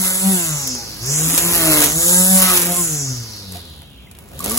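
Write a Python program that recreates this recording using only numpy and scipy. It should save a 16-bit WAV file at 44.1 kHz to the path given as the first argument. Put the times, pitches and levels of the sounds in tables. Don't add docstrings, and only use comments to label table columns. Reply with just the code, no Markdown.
import sys
import numpy as np
from scipy import signal
from scipy.fft import rfft, irfft, next_fast_len
from scipy.io import wavfile
from scipy.ndimage import uniform_filter1d, map_coordinates

SR = 44100
rng = np.random.default_rng(int(sys.argv[2]) if len(sys.argv) > 2 else 0)


def volts_from_decibels(level):
    exponent = np.asarray(level, float) / 20
    return 10 ** exponent


def store_pcm(level_fs):
    pcm = np.round(np.clip(level_fs, -1, 1) * 32767).astype(np.int16)
    wavfile.write(sys.argv[1], SR, np.atleast_2d(pcm).T)


N = 202379
T_S = np.arange(N) / SR


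def unit(x):
    return x / np.sqrt(np.mean(x ** 2) + 1e-20)


def along(points, hz):
    f, value = np.transpose(points)
    return np.interp(np.log(hz + 1), np.log(f + 1), value)


def curves(rows):
    s, *columns = np.transpose(rows)
    return [np.interp(T_S, s, column) for column in columns]


def wobble(rate_hz):
    knots = rng.standard_normal(int(N * rate_hz / SR) + 4)
    return map_coordinates(knots, [np.arange(N) * rate_hz / SR])


def filtered(x, response):
    size = next_fast_len(N + 8192)
    return irfft(rfft(x, size) * response(np.fft.rfftfreq(size, 1 / SR)), size)[..., :N]


def coloured_noise(spectrum):
    return unit(filtered(rng.standard_normal((2, N)), lambda hz: volts_from_decibels(along(spectrum, hz))))


# t/s, f/Hz
DRIVEN_SPEED = [(0, 190.2), (.08, 185.2), (.31, 193), (1.07, 131.4), (1.15, 151.6), (1.32, 165.4),
                (1.53, 173.4), (1.65, 161), (1.78, 150), (1.88, 146.9), (1.99, 166.7), (2.12, 177.6),
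                (2.31, 188.5), (2.45, 187.4), (2.62, 173.3), (2.79, 178.1), (4.47, 98.9), (4.59, 128.2)]
# let go t/s, pulled again t/s
COASTS = [
    (.31, .99),
    (2.79, 4.3),
]
EVEN_HZ = 63.3
SLOWING_RAD_PER_S = 0.357


def shaft():
    def run_down(off, now):
        start_hz = np.interp(off, *np.transpose(DRIVEN_SPEED))
        return EVEN_HZ * np.tan(np.arctan(start_hz / EVEN_HZ) - SLOWING_RAD_PER_S * (now - off))

    ends = [(on, run_down(off, on)) for off, on in COASTS]
    speed_hz, = curves(sorted(list(DRIVEN_SPEED) + ends))
    for off, on in COASTS:
        coasting = (T_S > off) & (T_S < on)
        speed_hz = np.where(coasting, run_down(off, np.clip(T_S, off, on)), speed_hz)
    return uniform_filter1d(speed_hz, size=SR // 40, mode="nearest")


FULL_HZ = 180


def speed_decades(speed_hz):
    return np.log10(speed_hz / FULL_HZ)


# t/s, depth over spinning free/dB, leafiness/dB, stalkiness/dB
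WEEDS = [(0, 1, 3.5, -0.5), (.2, -2.5, -1, -16), (.6, 2.5, 4.5, -1), (.76, 1.5, 1, 7.5),
         (1.0, 1.5, 4.5, 1.5), (1.36, 7.5, 1, 0.5), (1.48, 6, 1.5, 6.5), (1.7, 12, 1.5, 2.5),
         (1.86, 13.5, -1.5, 5), (1.94, 4, 0.5, -1), (2.09, 7.5, 2, -19), (2.3, -0.5, 8.5, -27),
         (2.45, 6, 0, -26), (2.6, 8, 1, 4.5), (2.8, -2, 3.5, 0.5), (3.75, 1.5, 1, 5), (4.0, -7, 4, 0),
         (4.33, 8, 1.5, 7)]
# t/s, extra depth/dB, decay/s
CLUMPS = [(.05, 5.5, 0.13), (1.069, 0.5, 0.032), (1.385, 1.5, 0.025), (1.56, 1.5, 0.017), (1.72, 3.5, .05),
          (1.775, 1.5, 0.016), (1.83, 5.5, 0.027), (1.64, 1, 0.047), (2.505, 4, 0.027), (2.425, 5.5, 0.041),
          (2.573, 5.5, 0.0068), (3.555, 12, 0.043), (4.21, 8, 0.054), (4.405, 0.5, 0.045), (4.45, 8, 0.12),
          (4.57, -2, 0.015)]
# t/s, line ends in clear air/dB, guard rattling free/dB
CLEAR_AIR = [(0, -6.5, -3), (.35, -3.5, 2.5), (.7, 4.5, 1), (.86, 0, -4), (1.0, -0.5, -1), (1.1, 2, -1.5),
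             (1.48, -3.5, -3.5), (1.6, -20, 2.5), (1.8, -8, 4.5), (1.9, 1.5, -5.5), (2.2, 5, 6.5),
             (2.39, -2, 5), (2.47, -20, 6.5), (2.75, -4.5, -3), (2.83, -1.5, -3), (4.04, 1, -5.5),
             (4.1, -1, -4), (4.59, -3.5, -1.5)]
CLUMP_RISE_S = 0.026
FIZZ_LINGERS_S, FIZZ_RETURNS_S = 0.16, 0.2


def effort(speed_hz):
    decades = speed_decades(speed_hz)
    clear_db, rattle_db = curves(CLEAR_AIR)
    depth_db, leafy_db, stalky_db = curves(WEEDS)
    for s, db, decay_s in CLUMPS:
        after, before = np.clip(T_S - s, 0, None), np.clip(s - T_S, 0, None)
        depth_db = depth_db + db * np.exp(-after / decay_s - before / CLUMP_RISE_S)
    slack = 0
    for off, on in COASTS:
        loosens = np.clip((T_S - off - FIZZ_LINGERS_S) / 0.058, 0, 1)
        tightens = np.clip((on + FIZZ_RETURNS_S - T_S) / 0.017, 0, 1)
        slack = slack + loosens * tightens
    whip_db = -33.5 + 56.5 * decades + depth_db
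    return dict(
        whistle_db=-17 + 78 * decades + clear_db,
        whip_db=whip_db,
        fizz_db=whip_db + 10 + leafy_db - 5.5 * slack + 7.5 * decades,
        thud_db=whip_db - 9.5 - 18.5 * decades - 0.12 * clear_db + stalky_db,
        buzz_db=whip_db + 1.5 - 0.56 * depth_db + rattle_db,
        bite=np.clip(0.38 + 0.004 * depth_db, 0, 1),
        shake=np.clip(0.045 * depth_db, 0, 1))


HUM_DB = [-39, -44, -47, -50, -66, -66, -66]
# t/s, peak level/dB, half length/s
ORDER_1 = [(.04, -27, 0.12), (.29, -16, 0.077), (0.508, -25, 0.028), (0.6, -33.5, 0.075),
           (1.115, -24, 0.064), (1.252, -24, 0.094), (1.495, -33, 0.09), (1.7, -25, 0.087),
           (1.972, -23.5, 0.032), (2.132, -26, .06), (2.318, -17, 0.16), (2.746, -26, 0.097),
           (2.93, -27, 0.026), (3.095, -27, 0.14), (3.522, -37.5, 0.067)]
ORDER_2 = [(.4, -31.5, 0.093), (.72, -32, 0.047), (1.25, -36.5, 0.097), (1.5, -31.5, 0.11),
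           (1.738, -21, .12), (2.08, -32.5, 0.14), (2.59, -28, 0.089), (2.85, -34.5, 0.099),
           (3.1, -38.5, 0.079), (3.51, -41.5, 0.052), (4.57, -28, 0.13)]
ORDER_3 = [
    (.2, -39, 0.091),
    (.5, -42, 0.012),
    (1.15, -40, 0.15),
    (1.42, -47, 0.023),
    (1.8, -29, 0.072),
    (2.12, -34, 0.19),
    (2.4, -31.5, 0.16),
    (2.7, -36, 0.064),
    (2.95, -44.5, 0.15),
    (4.48, -36.5, 0.068),
]
ORDER_4 = [
    (.29, -30, 0.044),
    (.48, -46.5, 0.2),
    (1.7, -28, 0.11),
    (1.98, -39, 0.1),
    (2.33, -34, 0.11),
    (2.5, -35, 0.049),
    (2.74, -34.5, 0.063),
    (4.51, -31, 0.026),
]
ORDER_5 = [
    (2.3, -41, 0.12),
    (3.0, -45, 0.052),
]
ORDER_6 = [
    (1.5, -32.5, 0.1),
    (2.78, -29.5, 0.047),
    (4.52, -39.5, 0.065),
]
ORDER_7 = [
    (.8, -38.5, 0.034),
    (2.5, -25.5, .05),
]


def swells(speed_hz):
    base_db = 24 * speed_decades(speed_hz)
    levels_db = []
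    for db, rows in zip(HUM_DB, (ORDER_1, ORDER_2, ORDER_3, ORDER_4, ORDER_5, ORDER_6, ORDER_7)):
        level = volts_from_decibels(db + base_db)
        for s, peak_db, half_s in rows:
            level = level + volts_from_decibels(peak_db) * np.exp(-((T_S - s) / half_s) ** 2)
        levels_db.append(20 * np.log10(level))
    return levels_db


# order, level re buzz/dB
UPPER_ORDERS = [(5, -10), (8, -12.5), (11, -14), (14, -15.5), (20, -16), (32, -18)]


def hum(turns, order_db, buzz_db, shake):
    phase = 2 * np.pi * turns + (0.025 + 0.095 * shake) * wobble(50)
    low = high = 0
    for k, db in enumerate(order_db):
        low = low + volts_from_decibels(db + 3.5 + 2.4 * wobble(25.37)) * np.sin((k + 1) * phase + k)
    for order in range(5, 33):
        flicker_db = 2.6 * wobble(6.123) + 3 * wobble(18)
        level = volts_from_decibels(buzz_db + along(UPPER_ORDERS, order) + flicker_db)
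        high = high + level * np.cos(order * phase + 1.25 * rng.random())
    return np.array([low + high, 0.063 * low + np.roll(high, 70)])


# multiple of shaft speed, level/dB
VORTEX = [(12, -40), (27, -24), (35, -10), (41, 0), (53, 0), (62, -8), (77, -18), (130, -29)]


def whistle(speed_hz):
    hz, t, z = signal.stft(rng.standard_normal((2, N)), SR, nperseg=512)
    gain = volts_from_decibels(along(VORTEX, hz[:, None] / np.interp(t, T_S, speed_hz)))
    gain = gain / np.sqrt(np.mean(gain ** 2, 0))
    return unit(signal.istft(z * gain, SR, nperseg=512)[1][:, :N])


def passes(turns, scatter_db, second_db, sharp):
    half = (2 * turns).astype(int)
    scatter = scatter_db * rng.standard_normal(half[-1] + 1)[half]
    since = 2 * turns % 1
    return unit(volts_from_decibels(scatter + second_db * (half % 2)) * np.sqrt(since) * np.exp(-sharp * since))


# f/Hz, level/dB
WHIP = [(60, -40), (200, -14), (500, -6.5), (900, -7), (2000, -5.5), (4000, -4), (8000, -38.5),
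        (16000, -48.5)]
# f/Hz, level/dB
FIZZ = [(2500, -26.5), (5000, -10), (7500, -5.5), (9500, -2), (12000, -1.5), (13500, -6), (16000, -9.5)]
# f/Hz, level/dB
THUD = [(90, -30), (160, -4), (260, -1.5), (420, 3.5), (900, -7), (2000, -17)]


def line(speed_hz, turns, whistle_db, whip_db, fizz_db, thud_db, bite):
    sweep = passes(turns, scatter_db=-2.0, second_db=-9.0, sharp=1.97)
    lash = passes(turns + 0.16, scatter_db=5.5, second_db=4.5, sharp=9.1)
    strokes = (1 - bite) * sweep + bite * lash

    def throb(depth):
        return (1 - depth) + depth * strokes

    air = volts_from_decibels(whistle_db + 1.7 * wobble(11)) * throb(0.08) * whistle(speed_hz)
    fizz = volts_from_decibels(fizz_db + 1.5 + 0.59 * wobble(14)) * throb(0.78) * coloured_noise(FIZZ)
    whip = volts_from_decibels(whip_db + 0.29 * wobble(16)) * throb(0.49) * coloured_noise(WHIP)
    thud = volts_from_decibels(thud_db + 2.5 * wobble(18)) * throb(1.0) * coloured_noise(THUD)
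    return air + fizz + whip + thud


# t/s, level/dB
WIND = [
    (0, -57),
    (.3, -59),
    (.5, -46),
    (.9, -45.5),
    (1.5, -36.5),
    (2.25, -38.5),
    (2.55, -49),
    (4.15, -57.5),
    (4.59, -33.5),
]
# f/Hz, level/dB
RUMBLE = [(20, -25), (35, -13), (50, -0.5), (90, -6), (140, -6.5), (300, -27.5)]
# f/Hz, level/dB
YARD = [(35, -12), (60, 5), (2710, -32.5), (7200, -46), (7900, -48), (12000, -57), (13500, -60),
        (15500, -34)]
YARD_DB = -43


def background():
    buffet = volts_from_decibels(curves(WIND)[0] + 2 + 3.2 * wobble(6.12)) * coloured_noise(RUMBLE)
    hush = volts_from_decibels(YARD_DB + wobble(2.85)) * coloured_noise(YARD)
    return buffet + hush


# t/s, peak level/dB, dull part re peak/dB, t60/s
SNAPS = [(0.6745, -12, -15.5, 0.02), (0.7384, -30, -27, 0.009), (1.0605, -22, -27, 0.039),
         (1.377, -5, -9.5, 0.055), (1.5703, -19, -26, 0.067), (1.8417, -7, -13, 0.055),
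         (2.5744, -3, -30, 0.022), (2.617, -9, -19, 0.036), (3.521, -27, -21, 0.035),
         (4.1127, -33.5, -9, 0.034), (4.1504, -40, -2, 0.024), (4.1714, -50, -17, 0.03),
         (4.1873, -33, -7.5, 0.026), (4.2871, -37, -20, 0.026), (4.351, -42, -15, 0.029),
         (4.3917, -20.5, -19, 0.022), (4.4049, -20, -22, 0.03), (4.4418, -15, -17, 0.055),
         (4.4957, -15.5, -25, 0.042), (4.574, -8, -22.5, 0.036)]


def snaps():
    bright, dull = np.zeros(N + SR), np.zeros(N + SR)
    t = np.arange(SR // 8) / SR
    for s, db, dull_db, t60_s in SNAPS:
        fade = volts_from_decibels(db - 0.5 - 60 * t / t60_s)
        bright[round(s * SR):][:len(t)] += fade
        dull[round(s * SR):][:len(t)] += fade * volts_from_decibels(dull_db)
    return bright[:N] * coloured_noise(FIZZ) + dull[:N] * coloured_noise(WHIP)


# t/s, peak level/dB, f/Hz, t60/s
KNOCKS = [
    (1.27, -30, 274, .12),
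    (1.329, -24.5, 287, 0.097),
    (2.505, -19, 1160, 0.063),
    (3.55, -35, 715, 0.082),
    (4.07, -38, 2080, 0.037),
    (4.35, -37, 550, 0.055),
    (4.402, -21, 1138, 0.039),
    (4.51, -25.5, 1150, 0.08),
    (4.57, -25, 1150, 0.048),
]


def knocks():
    out, t = np.zeros(N + SR), np.arange(SR // 5) / SR
    for s, db, hz, t60_s in KNOCKS:
        ring = 2.5 * np.sin(2 * np.pi * hz * t)
        attack = 1 - np.exp(-t / 0.0045)
        out[round(s * SR):][:len(t)] += volts_from_decibels(db - 60 * t / t60_s) * attack * ring
    return np.array([out[:N], 0.27 * out[:N]])


# delay t/s, level/dB
FENCE = [
    (.0041, -8.5),
    (.0073, -5),
    (0.0128, -8.5),
    (0.019, -14),
    (.0241, -31),
]


def fence(x):
    dull = filtered(x, lambda hz: 1 / (1 + 1j * hz / 2500))
    out = x
    for delay_s, db in FENCE:
        out = out + volts_from_decibels(db) * np.pad(dull, ((0, 0), (round(delay_s * SR), 0)))[:, :N]
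    return out


# t/s, f of port opposition/Hz, likeness there 0-1
BEARING = [(0.152, 2820, 0.73), (.25, 2670, 0.44), (.7, 3120, 0.43), (.97, 3170, 0.4), (1.06, 3294, 0.75),
           (1.2, 4470, 0.8), (1.331, 4430, 0.6), (1.5, 3510, 0.61), (1.72, 3270, 0.81), (1.85, 2820, 0.2),
           (1.95, 2696, 0.7), (2.3, 2570, 0.83), (2.4, 2945, 0.2), (2.75, 4490, 0.46), (3.2, 3100, 0.4),
           (3.6, 2620, 0.09), (4.15, 4740, 0.55), (4.3, 2650, 0.3)]
# f/Hz, phase/rad
LEAD = [(6000, 6.3), (7000, 6), (8700, 3.1), (10300, .45), (11800, -.45), (12700, -2.5), (14200, -3.8),
        (15100, -5.8), (16000, -6.4)]
# f/Hz, likeness 0-1
ALIKE = [(60, 1), (300, 0.55), (700, 0.39), (1500, 1), (2200, 0.46), (4500, 0.043), (6500, 0.56)]
ALIKE_TOP = [(8300, .93), (16000, .97)]
# f/Hz, level/dB
TILT = [(60, -2), (110, 0.5), (200, 2.5), (380, 0.5), (700, -3), (1290, -0.5), (2380, -1.5), (4400, -0.5),
        (8120, -0.5), (15000, -1.5)]


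def ports(pair):
    hz, t, z = signal.stft(pair, SR, nperseg=1024)
    s, null_hz, match = np.transpose(BEARING)
    null_hz, match = np.interp(t, s, null_hz), np.interp(t, s, match)
    lead_hz, lead_rad = np.transpose(LEAD)
    lead = np.transpose([np.interp(hz, [300, 0.45 * null, null, *lead_hz], [-0.1, 0.8, np.pi, *lead_rad])
                         for null in null_hz])
    near_null = np.exp(-((hz[:, None] - null_hz) / 900) ** 2)
    usual = along(list(ALIKE) + list(ALIKE_TOP), hz)[:, None]
    alike = (1 - near_null) * usual + near_null * match
    turn = np.arccos(np.clip(alike, -1, 1)) / 2
    mid, side = z[0] * np.cos(turn), z[1] * np.sin(turn)
    shift = np.exp(0.5j * lead) * volts_from_decibels(0.5 * along(TILT, hz))[:, None]
    return signal.istft([(mid + side) * shift, (mid - side) / shift], SR, nperseg=1024)[1][:, :N]


def scene():
    speed_hz = shaft()
    levels = effort(speed_hz)
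    turns = np.cumsum(speed_hz) / SR
    head = hum(turns, swells(speed_hz), levels.pop("buzz_db"), levels.pop("shake"))
    cutting = line(speed_hz, turns, **levels)
    return ports(fence(cutting + knocks()) + head + background()) + fence(snaps())


# f/Hz, level/dB
MARGIN = [(2100, 4), (4500, 5.5), (8000, 7), (13500, 9.5)]


def joint_stereo(x, from_hz):
    hz, _, z = signal.stft([x[0] + x[1], x[0] - x[1]], SR, nperseg=2048)
    band = np.arange(len(hz)) // 12
    power = np.add.reduceat(abs(z) ** 2, np.arange(0, len(hz), 12), axis=1)[:, band]
    strong = power > volts_from_decibels(-2 * along(MARGIN, hz))[:, None] * power[::-1]
    keep = strong | (hz < from_hz)[:, None]
    total, diff = signal.istft(z * keep, SR, nperseg=2048)[1][:, :N] / 2
    return np.array([total + diff, total - diff])


def band_limit(x):
    return signal.sosfilt(signal.butter(12, 16510, fs=SR, output="sos"), x)


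def record(dry):
    bass_cut_hz, top_hz = 38, 15800
    x = filtered(dry, lambda hz: (hz < top_hz) / (1 + (bass_cut_hz / (hz + 1)) ** 6))
    mix = np.clip(joint_stereo(x, from_hz=1800), -1, 1)
    return band_limit(mix)


dry = scene()
out = record(dry)
store_pcm(out)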